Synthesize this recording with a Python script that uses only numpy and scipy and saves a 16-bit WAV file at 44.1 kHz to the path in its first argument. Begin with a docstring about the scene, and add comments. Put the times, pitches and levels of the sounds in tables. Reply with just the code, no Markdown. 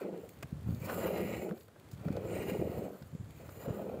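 """Milk squirted by hand into a small metal pail, outdoors, close to one microphone: four slow pulls.
Each jet churns bubbles in the milk, spatters on the pail's wall and makes the froth fizz.
Hands and pail give one knock and soft dull bumps, and wet fingers click.
Faint open-air noise lies behind."""
import sys
import numpy as np
from scipy import signal
from scipy.fft import rfft, irfft
from scipy.io import wavfile

SR = 44100
rng = np.random.default_rng(int(sys.argv[2]) if len(sys.argv) > 2 else 0)


def wav_out(sig):
    """Save sig, one row per channel (or a flat mono array), as 16-bit PCM at SR to the path in sys.argv[1]."""
    wavfile.write(sys.argv[1], SR, np.round(np.clip(np.atleast_2d(sig).T, -1, 1) * 32767).astype(np.int16))


N = 176400

# The four pulls on the teat, a list for each. Each row: time in seconds, then relative levels in dB
# of churning, spatter on the wall, spray on the froth and fizz.
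SQUIRTS = [
    [(0, -41, -51.5, -58, -62), (0.05, -39, -68.5, -67, -76), (0.13, -42, -68, -73, -81),
     (0.2, -50, -72, -72, -76), (0.27, -52, -73, -76, -70.5), (0.33, -66, -93, -86, -70),
     (0.37, -84, -84, -81, -76)],
    [(0.68, -53.5, -65.5, -83, -69), (0.79, -61.5, -82, -67.5, -64), (0.832, -52.5, -61, -60.5, -61.5),
     (0.85, -47, -59, -55.5, -49.5), (0.875, -46.5, -48.5, -53.5, -57), (0.97, -36.5, -50.5, -56, -51),
     (1.01, -40.5, -53, -54.5, -53.5), (1.045, -35, -47.5, -51, -55), (1.09, -37.5, -53.5, -52.5, -57.5),
     (1.33, -38.5, -57.5, -51, -60.5), (1.45, -40.5, -64, -57.5, -59.5), (1.53, -41.5, -68, -74, -74),
     (1.59, -59.5, -77, -77, -64.5), (1.66, -77, -90, -99, -71)],
    [(1.98, -76, -69.5, -81, -82), (2.05, -44.5, -66, -67, -70), (2.19, -45, -64, -65, -73),
     (2.25, -43.5, -58, -63, -64.5), (2.34, -40.5, -58, -53.5, -59), (2.54, -38, -59, -54, -61.5),
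     (2.6, -37.5, -65, -61.5, -65.5), (2.72, -41, -64, -62.5, -63), (2.86, -40, -64, -64, -66),
     (2.96, -51, -66, -87, -70), (3.08, -75, -81, -89, -72)],
    [(3.3, -100, -99, -74.5, -77), (3.42, -57.5, -68, -68, -67), (3.54, -59, -71.5, -70.5, -65),
     (3.63, -47.5, -57.5, -62.5, -61.5), (3.69, -43, -58, -66.5, -70), (3.76, -40.5, -60, -68.5, -64.5),
     (3.85, -40, -63, -68, -68.5), (4, -43, -64.5, -70, -74)],
]
def squirt_gain(part):
    """Gain of one part of the jet's sound through all pulls, fading quickly between them."""
    column = 1 + ["churn", "spatter", "spray", "fizz"].index(part)
    t, gain = np.arange(N) / SR, 0
    for rows in map(np.array, SQUIRTS):
        outside_s = np.abs(t - np.clip(t, rows[0, 0], rows[-1, 0]))
        gain += from_db(np.interp(t, rows[:, 0], rows[:, column])) * np.exp(-outside_s / 0.011)
    return gain


# Bubble sizes, pull by pull. Each row: favoured pitch in Hz, its emphasis in dB, big-bubble gain in dB.
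BUBBLE_SIZES = [(402, 8, 4), (505, 0.5, 1.5), (334, 3, 2.5), (423, 2, -1)]
# Tone of the churning milk from close by. Each row: frequency in Hz, relative level in dB.
CHURN_COLOUR = [(130, -22.5), (185, 2.5), (260, -7.5), (360, -0.5), (540, 1), (660, -5.5), (800, -12.5),
                (1000, -23.5), (1400, -49)]
BUBBLE_CYCLES, BUBBLE_RISE = 14.1, 0.1
def churning(bubbles_per_s=650):
    """The jet drives air under the milk: a swarm of short bubble rings."""
    swarm, later_starts = np.zeros(N), [rows[0][0] for rows in SQUIRTS[1:]]
    for when, pitch, size, sign in rng.random((int(bubbles_per_s * N / SR), 4)):
        start, hz = when * N / SR, 140 * 2 ** (3 * pitch)
        favoured_hz, emphasis_db, big_db = BUBBLE_SIZES[np.searchsorted(later_starts, start)]
        nearness = np.exp(-(np.log2(hz / favoured_hz) / 0.29) ** 2)
        db = emphasis_db * (nearness - 0.5) + big_db * (hz < 290) - 2.5 * np.log(size + 0.11)
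        add(swarm, start, bubble(hz, BUBBLE_CYCLES) * hz * np.sign(sign - 0.5) * from_db(db))
    return colour(swarm, CHURN_COLOUR) * from_db(0.5) * squirt_gain("churn")


# Plops in the milk, and the hollow upper tone of one handling bump between pulls.
# Each row: start in seconds, relative level in dB, central pitch in Hz.
PLOPS = [(0.045, -35.5, 400), (.129, -32.5, 404), (0.234, -40.5, 476), (.898, -29, 572), (1.04, -26, 440),
         (1.154, -32, 530), (1.198, -31, 384), (1.512, -30.5, 202.6), (1.524, -35.5, 320),
         (2.149, -36.5, 547), (2.171, -26, 480), (2.253, -30.5, 516), (2.485, -36, 440),
         (2.615, -28.5, 354), (3.151, -44.5, 420), (3.399, -43.5, 560), (3.684, -27, 490),
         (3.735, -41, 520), (3.795, -32.5, 535), (3.83, -35.5, 397), (3.862, -36, 420)]
def plops(gap_s=0.006, loss_db=3.5):
    """Each plop, like the one bump's hollow tone, is three bubble rings, each fainter than the last."""
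    out = np.zeros(N)
    for start, db, hz in PLOPS:
        for k, detune in enumerate(rng.uniform(0.854, 1.18, size=3)):
            ring = bubble(hz * detune, cycles=18.6)
            add(out, start + k * gap_s, ring * from_db(db - 0.5 - k * loss_db))
    return out


def bubble(hz, cycles):
    """A bubble rings, rising a little in pitch and dying by 60 dB over about this many cycles."""
    age = np.arange(int(cycles / hz * SR)) * hz / SR / cycles
    turns = cycles * age + BUBBLE_RISE * BUBBLE_CYCLES * age ** 2
    return np.sin(2 * np.pi * turns) * from_db(-60 * age)


# Tones of drops on the wall, drops on the froth and bursting bubbles, heard at the pail.
# Each row: frequency in Hz, relative level in dB.
SPATTER_COLOUR = [(500, -26), (750, 0), (1000, -6), (1280, -0.5), (1450, 0.5), (1600, -0.5), (1720, -13),
                  (2400, -18.5), (4000, -24)]
SPRAY_COLOUR = [(1200, -34), (1720, -24.5), (1870, -0.5), (2050, 0), (2200, -1.5), (2380, 5.5),
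                (2800, -0.5), (3150, -21), (3800, -16.5), (4500, -22.5), (5200, -23.5), (6000, -27),
                (9000, -53)]
FIZZ_COLOUR = [(3000, -34.5), (4600, 2), (5800, -18.5), (6600, 0.5), (7350, 3.5), (8100, -2), (8700, -2.5),
               (10000, -2.5), (11200, -1.5), (12400, -2.5), (14500, 8), (15600, 1.5)]
FIZZ_PER_S, FIZZ_SPREAD_DB = 14000, 7.5
def droplets():
    """The unsteady jet breaks into drops that drum on wall and froth, and tiny bubbles burst."""
    drops, pings = rms_one(grains(per_s=3500, spread_db=3)), froth()
    bursts = rms_one(grains(FIZZ_PER_S, FIZZ_SPREAD_DB)) + 0.6 * pings + 1.2 * swirl()
    spatter = colour(drops, SPATTER_COLOUR) * from_db(2.5) * squirt_gain("spatter")
    spray = colour(drops + 0.27 * pings, SPRAY_COLOUR) * from_db(0.5) * squirt_gain("spray")
    fizz = colour(bursts, FIZZ_COLOUR) * from_db(0.5) * squirt_gain("fizz")
    flutter = from_db(1.72 * drift(hz=28))
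    return pail_echoes((spatter + spray + fizz) * flutter)


def froth(pings_per_s=2600):
    """Tiny bubbles ping at random pitches; rms 1."""
    out = np.zeros(N)
    for when, pitch, size in rng.random((int(pings_per_s * N / SR), 3)):
        hz = 1500 + 14000 * pitch
        strength = np.sqrt(hz) * (0.3 - np.log(size + 0.029))
        add(out, when * N / SR, strength * bubble(hz, cycles=103))
    return rms_one(out)


def swirl(wander_oct=0.028, sink_oct_per_s=0.25, swell_db=4):
    """Fizz in the hollow the jet digs: its resonances swell, wander and sink through each pull; rms 1."""
    t, starts = np.arange(N) / SR, np.array([rows[0][0] for rows in SQUIRTS])
    pull_age = t - starts[np.maximum(np.searchsorted(starts, t) - 1, 0)]
    out = np.zeros(N)
    for hz in np.linspace(2930, 17070, 16):
        octaves = wander_oct * drift(hz=7) - sink_oct_per_s * pull_age
        ring = resonate(grains(FIZZ_PER_S, FIZZ_SPREAD_DB), hz * 2 ** octaves, width_hz=700)
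        out += from_db(swell_db * drift(hz=7)) * ring
    return rms_one(out)


# The jet's strongest resonances. Each row: middle and length in seconds, pitch at the middle in Hz,
# slide in octaves per second, relative level in dB.
WHISTLES = [(.9, .14, 5300, 0.4, -76), (0.996, 0.14, 7450, -0.33, -58.5), (0.99, 0.23, 10200, -1.1, -61.5),
            (1.17, 0.3, 11100, -.3, -61.5), (1.36, 0.24, 7320, -0.048, -62), (1.23, 0.23, 14000, -.15, -59),
            (2.32, 0.12, 7200, -0.5, -62.5), (2.37, 0.14, 8440, -0.47, -60.5),
            (2.51, 0.26, 6850, 0.62, -68), (2.5, 0.31, 8970, 0.035, -71), (2.53, 0.21, 14750, 0, -69),
            (3.6, .12, 14100, 0, -65), (3.24, 0.34, 7200, 0, -75.5)]
def whistles(wander_oct=0.0073):
    """Bursting froth excites resonances that swell, slide in pitch and fade."""
    out, bursts = np.zeros(N), grains(FIZZ_PER_S, FIZZ_SPREAD_DB)
    for middle, length, hz, slide, db in WHISTLES:
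        t = np.clip(np.arange(N) / SR - middle, -length, length)
        centre_hz = hz * 2 ** (slide * t + wander_oct * drift(hz=7))
        swell = from_db(db - 2.5) * np.exp(-(2 * t / length) ** 4)
        out += swell * resonate(bursts, centre_hz, width_hz=780)
    return out


# Tone of a lone drop on the metal. Each row: frequency in Hz, relative level in dB.
STRAY_COLOUR = [(900, -16), (1400, -3), (2300, 3), (4500, 0.5), (5800, -17), (7300, -3), (10000, -7.5),
                (14500, -1.5)]
def stray_drops():
    """Stray droplets tick faintly on the pail at random moments."""
    ticks = colour(grains(per_s=22, spread_db=2), STRAY_COLOUR)
    return from_db(-76.5) * pail_echoes(ticks)


# Echoes inside the pail. Each row: shortest delay in seconds, amplitude relative to the direct sound.
PAIL_ECHOES = [(.00088, 0.54), (.0023, -0.16), (.0037, 0.34), (.0061, -0.16)]
def pail_echoes(x, stretch=0.127):
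    """Wall echoes give a hollow tint that sweeps down and back as the jet swings over in each pull."""
    n, swing = np.arange(N), 0
    for rows in SQUIRTS:
        start, end = rows[0][0], rows[-1][0]
        swing += np.sin(np.pi * np.clip((n / SR - start) / (end - start), 0, 1))
    oversampled, out = signal.resample_poly(x, 4, 1), x
    for delay, share in PAIL_ECHOES:
        read_at = n - delay * SR * (1 + stretch * swing)
        out = out + share * np.interp(read_at, np.arange(4 * N) / 4, oversampled)
    return out / np.sqrt(1 + sum(share ** 2 for _, share in PAIL_ECHOES))


# Modes of the metal wall. Each row: frequency in Hz, relative level in dB.
WALL_MODES = [(1283, -23), (1409, -6), (1888, -12), (2055, 3), (2216, -4), (2334, -3), (2519, 3), (4470, 3),
              (7156, 0), (7414, -1)]
def wall_ring(x, t60_s=0.11):
    """The wall, damped by milk and hand, rings briefly along with the drops that strike it."""
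    radius, out = from_db(-60 / (t60_s * SR)), x
    for hz, db in WALL_MODES:
        poles = [1, -2 * radius * np.cos(2 * np.pi * hz / SR), radius ** 2]
        ring = (1 - radius ** 2) / 2 * signal.lfilter([1, 0, -1], poles, x)
        out = out + from_db(db - 11) * ring
    return out


# The contacts of one knock on the pail. Each row: start in seconds, relative level in dB.
KNOCK_CONTACTS = [(0.4264, -45), (0.4285, -41.5), (.4317, -36), (0.436, -45.5)]
# What they ring. Each row: frequency in Hz, relative level in dB, seconds to fall by 60 dB.
KNOCK_MODES = [(430, -9, 0.012), (680, -4, 0.02), (1180, -5.5, 0.012), (1610, -2.5, .012),
               (2040, -5, 0.012), (2440, -6, 0.011), (2970, -21, 0.0076), (4200, -40, .5),
               (4550, -16, 0.008)]
def knock(spread_db=1):
    """A quick rattle of contacts, each ringing the hollow pail with strengths of its own."""
    out, age = np.zeros(N), np.arange(SR) / SR
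    for start, db in KNOCK_CONTACTS:
        for hz, mode_db, t60 in KNOCK_MODES:
            strength_db = db + mode_db + spread_db * rng.standard_normal()
            add(out, start, from_db(strength_db - 60 * age / t60) * np.sin(2 * np.pi * hz * age))
    return out


# Low rumble of handling, near the microphone. Each row: time in seconds, relative level in dB.
RUMBLE_LEVEL = [(0.0, -82), (0.32, -62.5), (0.62, -51), (0.7, -44), (0.82, -46.5), (0.97, -55),
                (1.19, -54.5), (1.372, -49), (1.51, -70), (1.73, -68), (1.98, -57), (2.1, -51.5),
                (2.22, -51), (2.67, -49.5), (2.84, -50), (2.97, -71), (3.13, -53.5), (3.23, -57.5),
                (4.0, -56)]
# Its tone. Each row: frequency in Hz, relative level in dB.
RUMBLE_COLOUR = [(25, -27), (45, -18.5), (75, 2.5), (110, 3), (180, -5), (300, -15), (700, -33),
                 (2000, -41)]
# Dull bumps. Each row: middle in seconds, peak level in dB, pitch in Hz.
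BUMPS = [(0.446, -33.5, 130), (.529, -26.5, 165), (0.556, -36, 128), (0.57, -34.5, 131), (0.665, -28, 120),
         (.674, -30.5, 192), (0.692, -25, 176), (.709, -25.5, 145), (.737, -31, 147), (.745, -28.5, 176),
         (0.793, -35, 112), (.819, -32.5, 128), (1.508, -33, 194.6), (1.937, -34.5, 131), (1.96, -45, 118),
         (2.014, -37, 151), (2.06, -28, 150), (2.066, -25, 168), (2.078, -25.5, 161), (2.106, -21.5, 187),
         (2.159, -31, 111), (2.246, -35.5, 98), (2.392, -32, 103), (2.54, -29.5, 162), (2.592, -27, 129),
         (2.796, -34, 144), (3.02, -37, 160), (3.035, -40, 126), (3.139, -36, 152), (3.152, -30, 158),
         (3.201, -31.5, 110), (3.211, -34, 136), (3.243, -43, 110), (3.376, -41.5, 106), (3.68, -30, 141),
         (3.689, -28, 228), (3.707, -25, 130)]
def handling(bump_cycles=0.48):
    """Hand and pail give soft bumps of a cycle or two over a lumpy low rumble."""
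    t = np.arange(N) / SR
    rumble = colour(grains(per_s=130, spread_db=2.2), RUMBLE_COLOUR)
    out = rumble * from_db(4.5 + np.interp(t, *np.transpose(RUMBLE_LEVEL)))
    for middle, peak_db, hz in BUMPS:
        near = np.abs(t - middle) < 0.04
        cycles = (t[near] - middle) * hz
        envelope = from_db(peak_db) / np.cosh(1.58 * cycles / bump_cycles)
        out[near] += envelope * np.cos(2 * np.pi * cycles + rng.normal(0, 0.49))
    return out


# Close, wet clicks. Each row: peak time in seconds, relative level in dB, decay in seconds,
# then trims in dB for the body, crisp and treble bands.
CLICKS = [(0.2918, -49.5, 0.0023, -12, -14, 7.5), (0.428, -44, 0.0045, -2, -9, 3.5),
          (.748, -57.5, .002, -8, 6, 9), (.898, -37.5, 0.007, 6.5, -18, -18),
          (1.493, -45, 0.0022, 0, -18, -16), (1.511, -49, 0.0025, 7, -18, -16),
          (1.578, -58.5, .004, -2, -2, -7), (1.609, -57, .003, -15, 2.5, -6),
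          (1.633, -68, 0.003, -12, -2, 15), (1.685, -65, 0.0045, 10, -15, -10),
          (1.76, -68.5, 0.0091, 13, -15, -10), (1.914, -62.5, 0.011, 2, 3.5, 12),
          (1.932, -64, 0.011, 0, -3, 7), (2.084, -47.5, 0.0038, 11, -10.5, -10),
          (2.128, -56, 0.0016, 6, -1, 7), (2.167, -53.5, .0025, -15, 7, 5),
          (3.024, -54.5, 0.0038, 2, 0, -9), (3.492, -52.5, 0.0035, 7, -4.5, -6)]
# The four bands of a click, low to high. Each row: frequency in Hz, relative level in dB.
CLICK_BODY = [(200, -20), (550, 9.5), (1000, -4), (1500, 3), (1800, -9), (3500, -31)]
CLICK_SNAP = [(1200, -6), (2050, 4.5), (2900, 4), (4000, -17.5), (5500, -8.5), (8000, -23.5)]
CLICK_CRISP = [(2500, -23), (3700, 11), (5200, 8), (7000, -11), (10000, -15)]
CLICK_TREBLE = [(4000, -44), (6800, 9), (8500, 3.5), (12000, 0), (14500, 7.5)]
def wet_clicks(attack_s=0.00088):
    """Wet fingers and stray drops click: each a tight cluster of tiny snaps with its own brightness."""
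    t, out = np.arange(N) / SR, np.zeros(N)
    snaps = grains(per_s=16000, spread_db=0.81)
    bands = (CLICK_BODY, CLICK_SNAP, CLICK_CRISP, CLICK_TREBLE)
    body, snap, crisp, treble = [colour(snaps, band) for band in bands]
    for when, db, decay_s, body_db, crisp_db, treble_db in CLICKS:
        fade = np.maximum((t - when) / decay_s, (when - t) / attack_s)
        envelope = from_db(db) * np.exp(-np.minimum(fade, 50))
        out += envelope * (body * from_db(body_db) + snap * from_db(-7)
                           + crisp * from_db(crisp_db - 4) + treble * from_db(treble_db - 7))
    return out


# The open air behind the pail. Each row: frequency in Hz, relative level in dB.
AIR_COLOUR = [(30, -19), (114, -2), (182, -1.5), (420, -2.5), (600, -6), (900, -12), (1300, -13),
              (1870, -16.5), (2300, -20.5), (3400, -22), (5800, -28), (7260, -26), (10000, -29),
              (15500, -30)]
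# Its rise and fall. Each row: time in seconds, relative level in dB.
AIR_LEVEL = [(0, -1), (.5, 1.5), (1.0, 3), (1.661, -4), (1.85, 0.5), (2.299, 2.5), (3.12, -0.5), (3.3, 0.5),
             (4, -1)]
def open_air(level_db=-60):
    """Faint outdoor noise, slowly changing in level."""
    swell_db = np.interp(np.arange(N) / SR, *np.transpose(AIR_LEVEL))
    return from_db(level_db + swell_db) * colour(rng.standard_normal(N), AIR_COLOUR)


def from_db(db):
    """Decibels to amplitude."""
    return 10 ** (np.asarray(db) / 20)


def rms_one(x):
    """Scale a sound to rms 1."""
    return x / np.sqrt(np.mean(x ** 2) + 1e-20)


def add(out, when, sound):
    """Mix a sound in at this time in seconds."""
    part = out[int(when * SR):int(when * SR) + len(sound)]
    part += sound[:len(part)]


def colour(x, points, size=8192):
    """Causal filter through (Hz, dB) points, falling steeply beyond their ends; rms 1."""
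    point_hz, point_db = np.transpose(points)
    hz = np.arange(size // 2 + 1) * SR / size + 1
    db = np.interp(np.log(hz + 1), np.log(point_hz), point_db)
    octaves_beyond = np.abs(np.log2(hz / np.clip(hz, point_hz[0], point_hz[-1])))
    cepstrum = irfft(np.log(from_db(db - 20 * octaves_beyond)))
    cepstrum[1:size // 2] *= 2   # fold onto positive time for minimum phase
    cepstrum[size // 2 + 1:] = 0
    impulse = irfft(np.exp(rfft(cepstrum)))
    return rms_one(signal.fftconvolve(x, impulse)[:N])


def drift(hz):
    """Smooth random wander up to about this rate; rms 1."""
    knots = rng.standard_normal(4000)
    return rms_one(np.interp(np.arange(N) / SR * hz * 2, np.arange(len(knots)), knots))


def grains(per_s, spread_db):
    """Random clicks of uneven size."""
    sizes = from_db(spread_db * np.minimum(rng.exponential(1, N), 4))
    return sizes * rng.choice([-1, 1], N) * (rng.random(N) < per_s / SR)


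def resonate(x, hz, width_hz):
    """Pass a sound through one resonance whose centre moves; rms 1."""
    turn = np.exp(2j * np.pi * np.cumsum(hz) / SR)
    radius = np.exp(-np.pi * width_hz / SR)
    return rms_one((turn * signal.lfilter([1], [1, -2 * radius, radius ** 2], x / turn)).real)


def scene():
    """Milk, hands and open air at one close microphone."""
    pail = churning() + plops() + wall_ring(droplets() + stray_drops()) + whistles()
    return (pail + handling() + wet_clicks() + knock() + open_air())[None]


def record(dry, low_hz=53.4, top_hz=15650):
    """The microphone sheds the deepest bass; the top is cut steeply."""
    low_cut = signal.butter(2, low_hz, "high", fs=SR, output="sos")
    top_cut = signal.ellip(12, 0.2, 70, top_hz, fs=SR, output="sos")
    return signal.sosfilt(top_cut, signal.sosfilt(low_cut, dry))


dry = scene()
out = record(dry)
wav_out(out)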